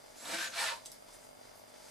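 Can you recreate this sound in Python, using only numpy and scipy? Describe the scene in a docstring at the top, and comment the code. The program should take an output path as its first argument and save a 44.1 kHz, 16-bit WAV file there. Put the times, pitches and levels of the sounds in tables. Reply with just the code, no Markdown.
"""A long knife rasps through a slab of bacon on a plastic cutting board: one push, one pull back.
The edge slips on the board in tiny grains that set board and blade ringing, with short squeaks
and a thin gliding whistle. The slice comes away with sticky ticks, then blade and gloved fingers
shift softly on the meat. Behind it all a refrigerator buzzes in the hush of a small kitchen."""
import sys
import numpy as np
from scipy import signal
from scipy.fft import rfft, irfft, next_fast_len
from scipy.io import wavfile

SR = 44100
rng = np.random.default_rng(int(sys.argv[2]) if len(sys.argv) > 2 else 0)


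def digitize_waveform(pressure):
    """Quantize a signal to 16-bit integers and store it at the path in sys.argv[1].

    Rows of a 2-D input are taken as channels; values are limited to [-1, 1].
    """
    field = np.atleast_2d(pressure).T
    bounded = np.clip(field, -1, 1)
    quanta = np.round(bounded * 32767).astype(np.int16)
    wavfile.write(sys.argv[1], SR, quanta)


N = 83790
T = np.arange(N) / SR


def knife():
    """The cut, placed in the room: rasping strokes with the catches, ring and whistles of the edge."""
    cutting = push_and_pull() + catches() + blade_ring() + whistles()
    return kitchen(cutting, near_db=-2.5, room_db=-6)


# envelopes of the two strokes; each band rides on the overall level, ahead of its trim:
# (time [s], level [dB], bass offset [dB], low-mid offset [dB], treble offset [dB])
PUSH_ENVELOPE = [(0.15, -62, -17, -14, -11), (0.17, -66.5, -15, -12, 6.5), (0.232, -54, -7.5, 8, -1.5),
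                 (0.342, -37, -11, -2.5, -8), (0.362, -40, -17.5, -5.5, -8.5),
                 (0.44, -38.5, -23.5, -5.5, -7), (0.476, -41.5, -23.5, -2, -13.5), (0.502, -58.5, 0, 2, 1),
                 (0.52, -60, -19, -10, 3)]
PULL_ENVELOPE = [(0.51, -64, -3, -16, -11), (0.53, -49, -5, -26, -7.5), (0.572, -40, -26, -11.5, -5.5),
                 (0.6, -36.5, -20, -10, -5.5), (0.638, -37.5, -22, -6, -5), (0.696, -39, -30, -10, -10),
                 (0.726, -44.5, -14, -1.5, -9.5), (0.78, -63, 1, -3, -0.5), (0.8, -62, -7, -3, -15)]
# EQ of each stroke's rasp and hiss: (frequency [Hz], gain [dB])
PUSH_RASP_EQ = [(650, -45), (1100, -6.5), (1550, 3), (2000, 0.5), (2400, 0), (3200, -4), (3900, -3.5),
                (5700, -7), (8100, -13), (11000, -19), (13000, -22.5), (15000, -38)]
PULL_RASP_EQ = [(650, -24), (1100, -8), (1800, -2), (2150, -7), (2500, -5), (3300, -8), (4200, -6.5),
                (6400, -13), (8400, -14), (11000, -19.5), (13000, -26), (15000, -50)]
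# EQ of each stroke's low-mid body: (frequency [Hz], gain [dB])
PUSH_BODY_EQ = [(330, -32.5), (520, -7.5), (690, -6), (830, -9), (1150, -8), (1600, -16.5)]
PULL_BODY_EQ = [(330, -19), (520, -0.5), (680, -7.5), (900, 1), (1100, 0), (1600, -20)]

def push_and_pull():
    """The edge scrapes forward over the board, then back, each way with its own tone and band trims."""
    push = stroke(PUSH_ENVELOPE, PUSH_RASP_EQ, PUSH_BODY_EQ,
                  rasp_db=-1.5, bass_db=-1, body_db=-9, hiss_db=-0.05)
    pull = stroke(PULL_ENVELOPE, PULL_RASP_EQ, PULL_BODY_EQ,
                  rasp_db=0.45, bass_db=-10, body_db=-1.9, hiss_db=-0.6)
    return push + pull


# EQ of the low end of both strokes: (frequency [Hz], gain [dB])
STROKE_BASS_EQ = [(60, -36), (170, -1.5), (280, 3.5), (400, -6.5), (520, 4), (750, -34)]

def stroke(envelope, rasp_eq, body_eq, rasp_db, bass_db, body_db, hiss_db):
    """One pass of the knife in four bands: the lows stand for pressure, the treble for speed."""
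    crossover_hz = 6500
    level, lows, mids, treble = in_time(envelope)
    scrape = cut(colour(slipping(), rasp_eq), 1080, "high")
    rasp = from_db(rasp_db) * rms_one(cut(scrape, crossover_hz, "low"))
    sharpest_slips = colour(board_and_blade(grains(per_s=5000, spread_db=0.5)), rasp_eq)
    hiss = from_db(treble + hiss_db) * rms_one(cut(sharpest_slips, crossover_hz, "high"))
    bass = from_db(lows + bass_db) * rms_one(cut(colour(slipping(), STROKE_BASS_EQ), 820, "low"))
    body = from_db(mids + body_db) * rms_one(cut(colour(slipping(), body_eq), 1470, "low"))
    return gate(envelope) * from_db(level) * (rasp + hiss + bass + body)


SLIPS_PER_S, SLIP_SPREAD_DB = 9000, 3

def slipping():
    """The edge slips over the board in dense grains that set board and blade ringing."""
    slips = grains(SLIPS_PER_S, SLIP_SPREAD_DB)
    judder_db = 0.03 * drift(rate_hz=87)
    return board_and_blade(slips * from_db(judder_db))


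# resonances of board and blade: (frequency [Hz], width [Hz], gain [dB])
CONTACT_MODES = [(333, 15, 3.5), (689, 32, 10.5), (928, 14, 10), (1042, 22, 4.5), (1170, 35, 7),
                 (1426, 19, 8), (1540, 21, 4.5), (1795, 40, 0), (1752, 19, 9), (2020, 21, -2.5),
                 (2359, 24, 6.5), (2640, 13, 10), (3010, 15, 7.5), (3894, 290, 4), (4634, 15, 7.5),
                 (5830, 13, -12), (8360, 81, -7), (10500, 380, 3.5)]

def board_and_blade(drive):
    """Board and blade lend their resonances to what happens at the edge."""
    return resonate(drive, CONTACT_MODES)


# snags of the edge: (time [s], relative level [dB])
CATCH_HITS = [(0.2555, -17), (0.3390, -19.5), (0.3842, -15.5), (0.5246, -25)]
# EQ of a snag: (frequency [Hz], gain [dB])
CATCH_EQ = [(100, -26), (300, -15), (650, 12), (1000, 5.5), (1600, -12), (4000, 5.5), (10000, -25),
            (15000, -24)]

def catches():
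    """The edge catches on the board, and each jolt knocks board and blade."""
    jolts = colour(snaps(CATCH_HITS, t60_s=0.0078), CATCH_EQ)
    return from_db(-20.5) * board_and_blade(jolts)


# envelope of the blade's ring as the push runs out: (time [s], level [dB])
RING_ENVELOPE = [(0.37, -63), (0.405, -43.5), (0.435, -45), (0.45, -50.5), (0.48, -53), (0.51, -59.5),
                 (0.54, -50.5), (0.57, -51)]

def blade_ring():
    """Slips excite the blade's flex resonance as it slows and turns."""
    centre_hz, width_hz = 1550, 110
    edges_hz = [centre_hz - width_hz / 2, centre_hz + width_hz / 2]
    band = signal.butter(2, edges_hz, "band", fs=SR, output="sos")
    ring = rms_one(signal.sosfilt(band, grains(SLIPS_PER_S, SLIP_SPREAD_DB)))
    db, = in_time(RING_ENVELOPE)
    return gate(RING_ENVELOPE) * from_db(db) * ring


# whistles gliding with blade speed, one curve each:
# (time [s], pitch [Hz], level [dB], jitter [share of pitch])
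WHISTLE_GLIDES = [
    [(0.16, 6250, -84, 0.007), (0.185, 7000, -58, .005), (0.21, 7650, -56, 0.0058),
     (0.235, 7840, -57, 0.006), (0.268, 7720, -56, 0.017), (0.31, 8400, -51.5, 0.047),
     (0.345, 8660, -51.5, 0.077)],
    [(0.37, 8000, -48, 0.086), (0.40, 7550, -65, 0.045), (0.455, 6880, -51, 0.009),
     (0.495, 6460, -55, 0.0065), (0.54, 6350, -61, .01)],
    [(0.185, 10140, -73, 0.0045), (0.215, 10700, -62, .008), (0.25, 11100, -62, .009),
     (0.28, 11130, -57, 0.025)],
    [(0.59, 8230, -46.5, 0.045), (0.64, 8400, -51, 0.04), (0.68, 8500, -53, 0.027)],
]

def whistles():
    """The fine teeth of the edge sing thin, fluttering tones that break up under pressure."""
    out = 0
    for glide in WHISTLE_GLIDES:
        hz, db, jitter = in_time(glide)
        tone = sine(hz * (1 + jitter * drift(rate_hz=593)))
        flutter_db = 4 * drift(rate_hz=90)
        out += gate(glide, fade_s=0.013) * from_db(db + flutter_db) * tone
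    return out


# squeaks of board and blade within the strokes: (time [s], half length [s], pitch [Hz], level [dB])
SQUEAK_CUES = [(0.337, 0.025, 670, -45.5), (0.388, 0.033, 335, -53), (0.437, 0.019, 1730, -42.5),
               (0.573, 0.022, 678, -47), (0.588, 0.014, 2330, -39.5), (0.592, 0.018, 825, -47),
               (0.625, 0.034, 1819, -42), (0.626, 0.022, 946, -44), (0.662, 0.011, 2592, -44),
               (0.666, 0.017, 666, -44), (0.683, 0.017, 2030, -43.5), (0.698, 0.029, 1034, -47),
               (0.612, 0.016, 4610, -42.5)]

def squeaks():
    """The dragging edge locks briefly onto one resonance after another; each swells, wavers, lets go."""
    out = 0
    for s, half_s, hz, db in SQUEAK_CUES:
        waver_hz = 16 * drift(rate_hz=165)
        roughness_db = 1.5 * drift(rate_hz=165)
        out += from_db(db + roughness_db) * swell(s, half_s) * sine(hz + waver_hz)
    return kitchen(out, near_db=-15, room_db=-5)


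# sticky ticks as the slice comes away: (time [s], relative level [dB], peak frequency [Hz])
TICK_HITS = [(0.8533, -34.5, 6000), (0.8587, -31, 7500), (0.8592, -28, 7000), (0.8597, -33.5, 4200),
             (0.8620, -31.5, 4500), (0.8650, -37, 9200), (0.8690, -38, 7000), (0.9176, -29.5, 10700),
             (0.9180, -32, 4300), (0.9245, -38, 9800)]
# EQ shared by the ticks: (frequency [Hz], gain [dB])
TICK_EQ = [(300, -21), (2300, -13), (3400, 1), (4500, 2), (6000, -1.5), (9500, -1), (11500, -5),
           (13000, -12), (15500, -16)]

def slice_ticks():
    """Fat unsticks from the blade in small wet ticks, each a tearing burst with a pitch of its own."""
    out = 0
    for s, db, hz in TICK_HITS:
        tear = snaps([(s, db)], t60_s=0.0023) + 1e-18
        out += tear + from_db(5) * band_pass(tear, hz, q=1.8)
    return kitchen(from_db(-11) * colour(out, TICK_EQ), near_db=0.5, room_db=0.5)


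# touches of the blade after the cut: (time [s], half length [s], centre frequency [Hz], level [dB])
NUDGE_CUES = [(1.087, 0.0092, 1000, -62), (1.144, 0.016, 8600, -59.5), (1.232, 0.01, 1750, -64.5),
              (1.25, 0.01, 11000, -68), (1.538, 0.021, 950, -67), (1.576, 0.031, 11300, -67)]

def nudges():
    """The blade settles against the meat with soft pats and wet squelches, each a cloud of grains."""
    out = 0
    for s, half_s, hz, db in NUDGE_CUES:
        cloud = band_pass(grains(per_s=3300, spread_db=SLIP_SPREAD_DB), hz, q=3.3)
        out += from_db(db) * swell(s, half_s) * rms_one(cloud)
    return kitchen(out, near_db=-6, room_db=-2.5)


# glove and blade shifting on the meat: (time [s], rub level [dB], relative crackle level [dB])
HANDLING_ENVELOPE = [(0.95, -61, -72), (0.998, -73.5, -63.5), (1.062, -67.5, -68.5), (1.086, -63.5, -62.5),
                     (1.15, -63, -64), (1.222, -70, -64), (1.248, -66.5, -61), (1.328, -73, -70.5),
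                     (1.455, -63, -65.5), (1.538, -66.5, -70), (1.554, -67, -64), (1.662, -69, -73),
                     (1.684, -66.5, -62), (1.73, -66, -70), (1.748, -63, -64.5), (1.89, -61, -59)]
# EQ of the soft rub and of the moist crackle: (frequency [Hz], gain [dB])
RUB_EQ = [(300, -1.5), (900, 0.5), (1500, 2.5), (2100, 6.5), (2800, -3), (3600, 1.5), (5000, 6),
          (6500, 0.5), (9000, -38)]
CRACKLE_EQ = [(3000, -5.5), (5500, 3.5), (7000, 6), (9000, 6.5), (12000, -1), (15500, -20)]
# faint ring of the free blade resting in the meat: (frequency [Hz], width [Hz], gain [dB])
FREE_BLADE_MODES = [(852, 65, 10.5), (1334, 15, 10), (2126, 35, 5.5), (3064, 38, 9), (3474, 47, 9),
                    (4950, 150, 0.5), (5650, 50, 3)]

def handling():
    """Glove and faintly ringing blade rub on the moist meat, which crackles."""
    cutting_db = -65  # held through the cut, until the envelope takes over
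    cutting = T < HANDLING_ENVELOPE[0][0]
    rub_db, crackle_db = [np.where(cutting, cutting_db, db) for db in in_time(HANDLING_ENVELOPE)]
    friction = colour(grains(per_s=5000, spread_db=1.5), RUB_EQ)
    rub = from_db(rub_db) * rms_one(resonate(friction, FREE_BLADE_MODES))
    crackle = from_db(crackle_db - 2.5) * colour(grains(per_s=2500, spread_db=0.5), CRACKLE_EQ)
    return kitchen(rub + crackle, near_db=-6, room_db=-6)


# EQ of the refrigerator's casing: (frequency [Hz], gain [dB])
CASING_EQ = [(100, -37.5), (250, -9), (380, -7), (490, -4.5), (560, -4.5), (655, -1.5), (760, -2.5),
             (900, -15), (1500, -21.5), (3000, -25)]
# its steady hum and whine: (pitch [Hz], level [dB])
HUM_TONES = [(246, -76.5), (440, -78), (489, -74), (587, -70), (635, -70.5), (2153, -77.5), (4861, -72)]

def refrigerator():
    """The compressor knocks and rattles its casing once a turn, over a few steady tones."""
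    turn_hz, rattle_t60_s = 48.85, 0.024
    since_knock_s = T * turn_hz % 1 / turn_hz
    knocks = rms_one(1.0 * (np.diff(since_knock_s, prepend=0) < 0))
    decay = from_db(-60 * since_knock_s / rattle_t60_s)
    rattle = 0.95 * rms_one(rng.standard_normal((2, N)) * decay)
    shaking = stereo(rattle + knocks * [[0], [1]], likeness=-0.62)  # knocks in the side signal only
    buzz = from_db(-59) * rms_one(cut(colour(shaking, CASING_EQ), 2540, "low"))
    hum = 0
    for hz, db in HUM_TONES:
        phase = 2 * np.pi * (hz * T + rng.random((2, 1))) + 0.29 * drift(rate_hz=14)
        hum += from_db(db) * np.sqrt(2) * np.sin(phase)
    return buzz + hum


# EQ of the room tone: (frequency [Hz], gain [dB])
AIR_EQ = [(25, -9), (33, 3), (60, -24), (100, -4.5), (140, -10.5), (250, -5.5), (380, -11), (600, -7),
          (950, -7.5), (1400, -10.5), (2100, -17.5), (3200, -17.5), (4900, -22), (6500, -22),
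          (10000, -19.5), (15500, -26.5)]
# its stereo image: (frequency [Hz], left-right likeness [-1..1])
AIR_IMAGE = [(60, 0.6), (120, 0.6), (240, -0.27), (500, 0.7), (950, -0.24), (1900, 0.08), (4000, -0.3),
             (15000, 0.2)]

def air():
    """Steady hush of the room, wide in some bands and narrow in others."""
    hush = cut(colour(rng.standard_normal((2, N)), AIR_EQ), 28, "high")
    spectrum = stereo(rfft(hush), at_bins(AIR_IMAGE, N))
    return from_db(-60.5) * rms_one(irfft(spectrum, N))


# EQ of the kitchen's reverb: (frequency [Hz], gain [dB])
REVERB_EQ = [(100, 1.5), (300, -1.5), (900, 7), (1900, -3.5), (4000, 0.5), (8000, 2), (15000, 3)]

def kitchen(x, near_db, room_db):
    """Direct sound, quick reflections from worktop and bowls, and the room's tail."""
    near_t60_s, room_t60_s, build_s = 0.071, 0.28, 0.0013
    t = T[:SR // 2]
    attack = 1 - np.exp(-t / build_s)
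    reflections = 0
    for db, t60_s in (near_db, near_t60_s), (room_db, room_t60_s):
        envelope = attack * from_db(-60 * t / t60_s)
        reflections += from_db(db) * rms_one(rng.standard_normal((2, len(t))) * envelope)
    response = colour(stereo(reflections, likeness=0.025), REVERB_EQ) / np.sqrt(len(t))
    return x + signal.fftconvolve(x[None], response, axes=1)[:, :N]


def grains(per_s, spread_db):
    """Random clicks of uneven size, rms 1."""
    sizes = from_db(spread_db * np.minimum(rng.exponential(1, N), 4))
    signs = rng.choice([-1, 1], N)
    return rms_one(sizes * signs * (rng.random(N) < per_s / SR))


def snaps(hits, t60_s):
    """A very short burst of noise at each (time [s], level [dB])."""
    envelope = sum(from_db(db - 60 * np.maximum(T - s, 0) / t60_s) * (T >= s) for s, db in hits)
    return envelope * rng.choice([-1, 1], N)


def sine(hz):
    """An oscillator that follows a pitch curve."""
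    return np.sin(2 * np.pi * np.cumsum(hz) / SR)


def drift(rate_hz):
    """Smooth random modulation, rms 1."""
    pole = np.exp(-2 * np.pi * rate_hz / SR)
    wander = signal.lfilter([1], [1, -2 * pole, pole * pole], rng.standard_normal(2 * N))
    return rms_one(wander[N:])


def swell(s, half_s):
    """A smooth rise and fall around one moment."""
    return np.exp(-((T - s) / half_s) ** 2)


def gate(curve, fade_s=0.004):
    """Open while a curve lasts, fading outside it."""
    outside_s = np.maximum(0, np.maximum(curve[0][0] - T, T - curve[-1][0]))
    return np.exp(-outside_s / fade_s)


def in_time(curve):
    """Columns of a curve at every sample."""
    times, *columns = np.transpose(curve)
    return [np.interp(T, times, column) for column in columns]


def resonate(x, modes):
    """A body lifts or dips a narrow band of whatever drives it at each of its modes."""
    out = x.copy()
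    for hz, width_hz, gain_db in modes:
        radius = np.exp(-np.pi * width_hz / SR)
        gain = (from_db(gain_db) - 1) * (1 - radius ** 2) / 2
        feedback = [1, -2 * radius * np.cos(2 * np.pi * hz / SR), radius ** 2]
        out += signal.lfilter([gain, 0, -gain], feedback, x + 1e-18)
    return out


def colour(x, eq):
    """Causal (minimum-phase) EQ, scaled to keep the power of white noise."""
    size = 2 * next_fast_len(N)
    gains = rms_one(from_db(at_bins(eq, size)))
    cepstrum = irfft(np.log(gains))
    cepstrum[1:size // 2] *= 2
    cepstrum[size // 2 + 1:] = 0
    return irfft(rfft(x, size) * np.exp(rfft(cepstrum)))[..., :x.shape[-1]]


def at_bins(points, size):
    """A table over log frequency, read at the bins of a transform."""
    hz, value = np.transpose(points)
    return np.interp(np.log(np.fft.rfftfreq(size, 1 / SR) + 1), np.log(hz), value)


def cut(x, hz, kind):
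    """Butterworth high- or low-pass."""
    return signal.sosfilt(signal.butter(3, hz, kind, fs=SR, output="sos"), x)


def band_pass(x, hz, q):
    """One resonant band."""
    return signal.lfilter(*signal.iirpeak(hz, q, fs=SR), x)


def stereo(pair, likeness):
    """Two unrelated signals, as mid and side, become left and right of a given likeness."""
    mid = np.sqrt(1 + likeness) * pair[0]
    side = np.sqrt(1 - likeness) * pair[1]
    return np.array([mid + side, mid - side]) / np.sqrt(2)


def from_db(db):
    """Decibels to gain."""
    return 10 ** (np.asarray(db) / 20)


def rms_one(x):
    """Scale to unit rms."""
    return x / np.sqrt(np.mean(x ** 2) + 1e-20)


def scene():
    """Everything heard at the worktop."""
    return knife() + squeaks() + slice_ticks() + nudges() + handling() + refrigerator() + air()


def record(dry):
    """A steep low-pass takes off the very top."""
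    stopband_hz = 15900
    return signal.sosfilt(signal.cheby2(16, 70, stopband_hz, fs=SR, output="sos"), dry)


dry = scene()
out = record(dry)
digitize_waveform(out)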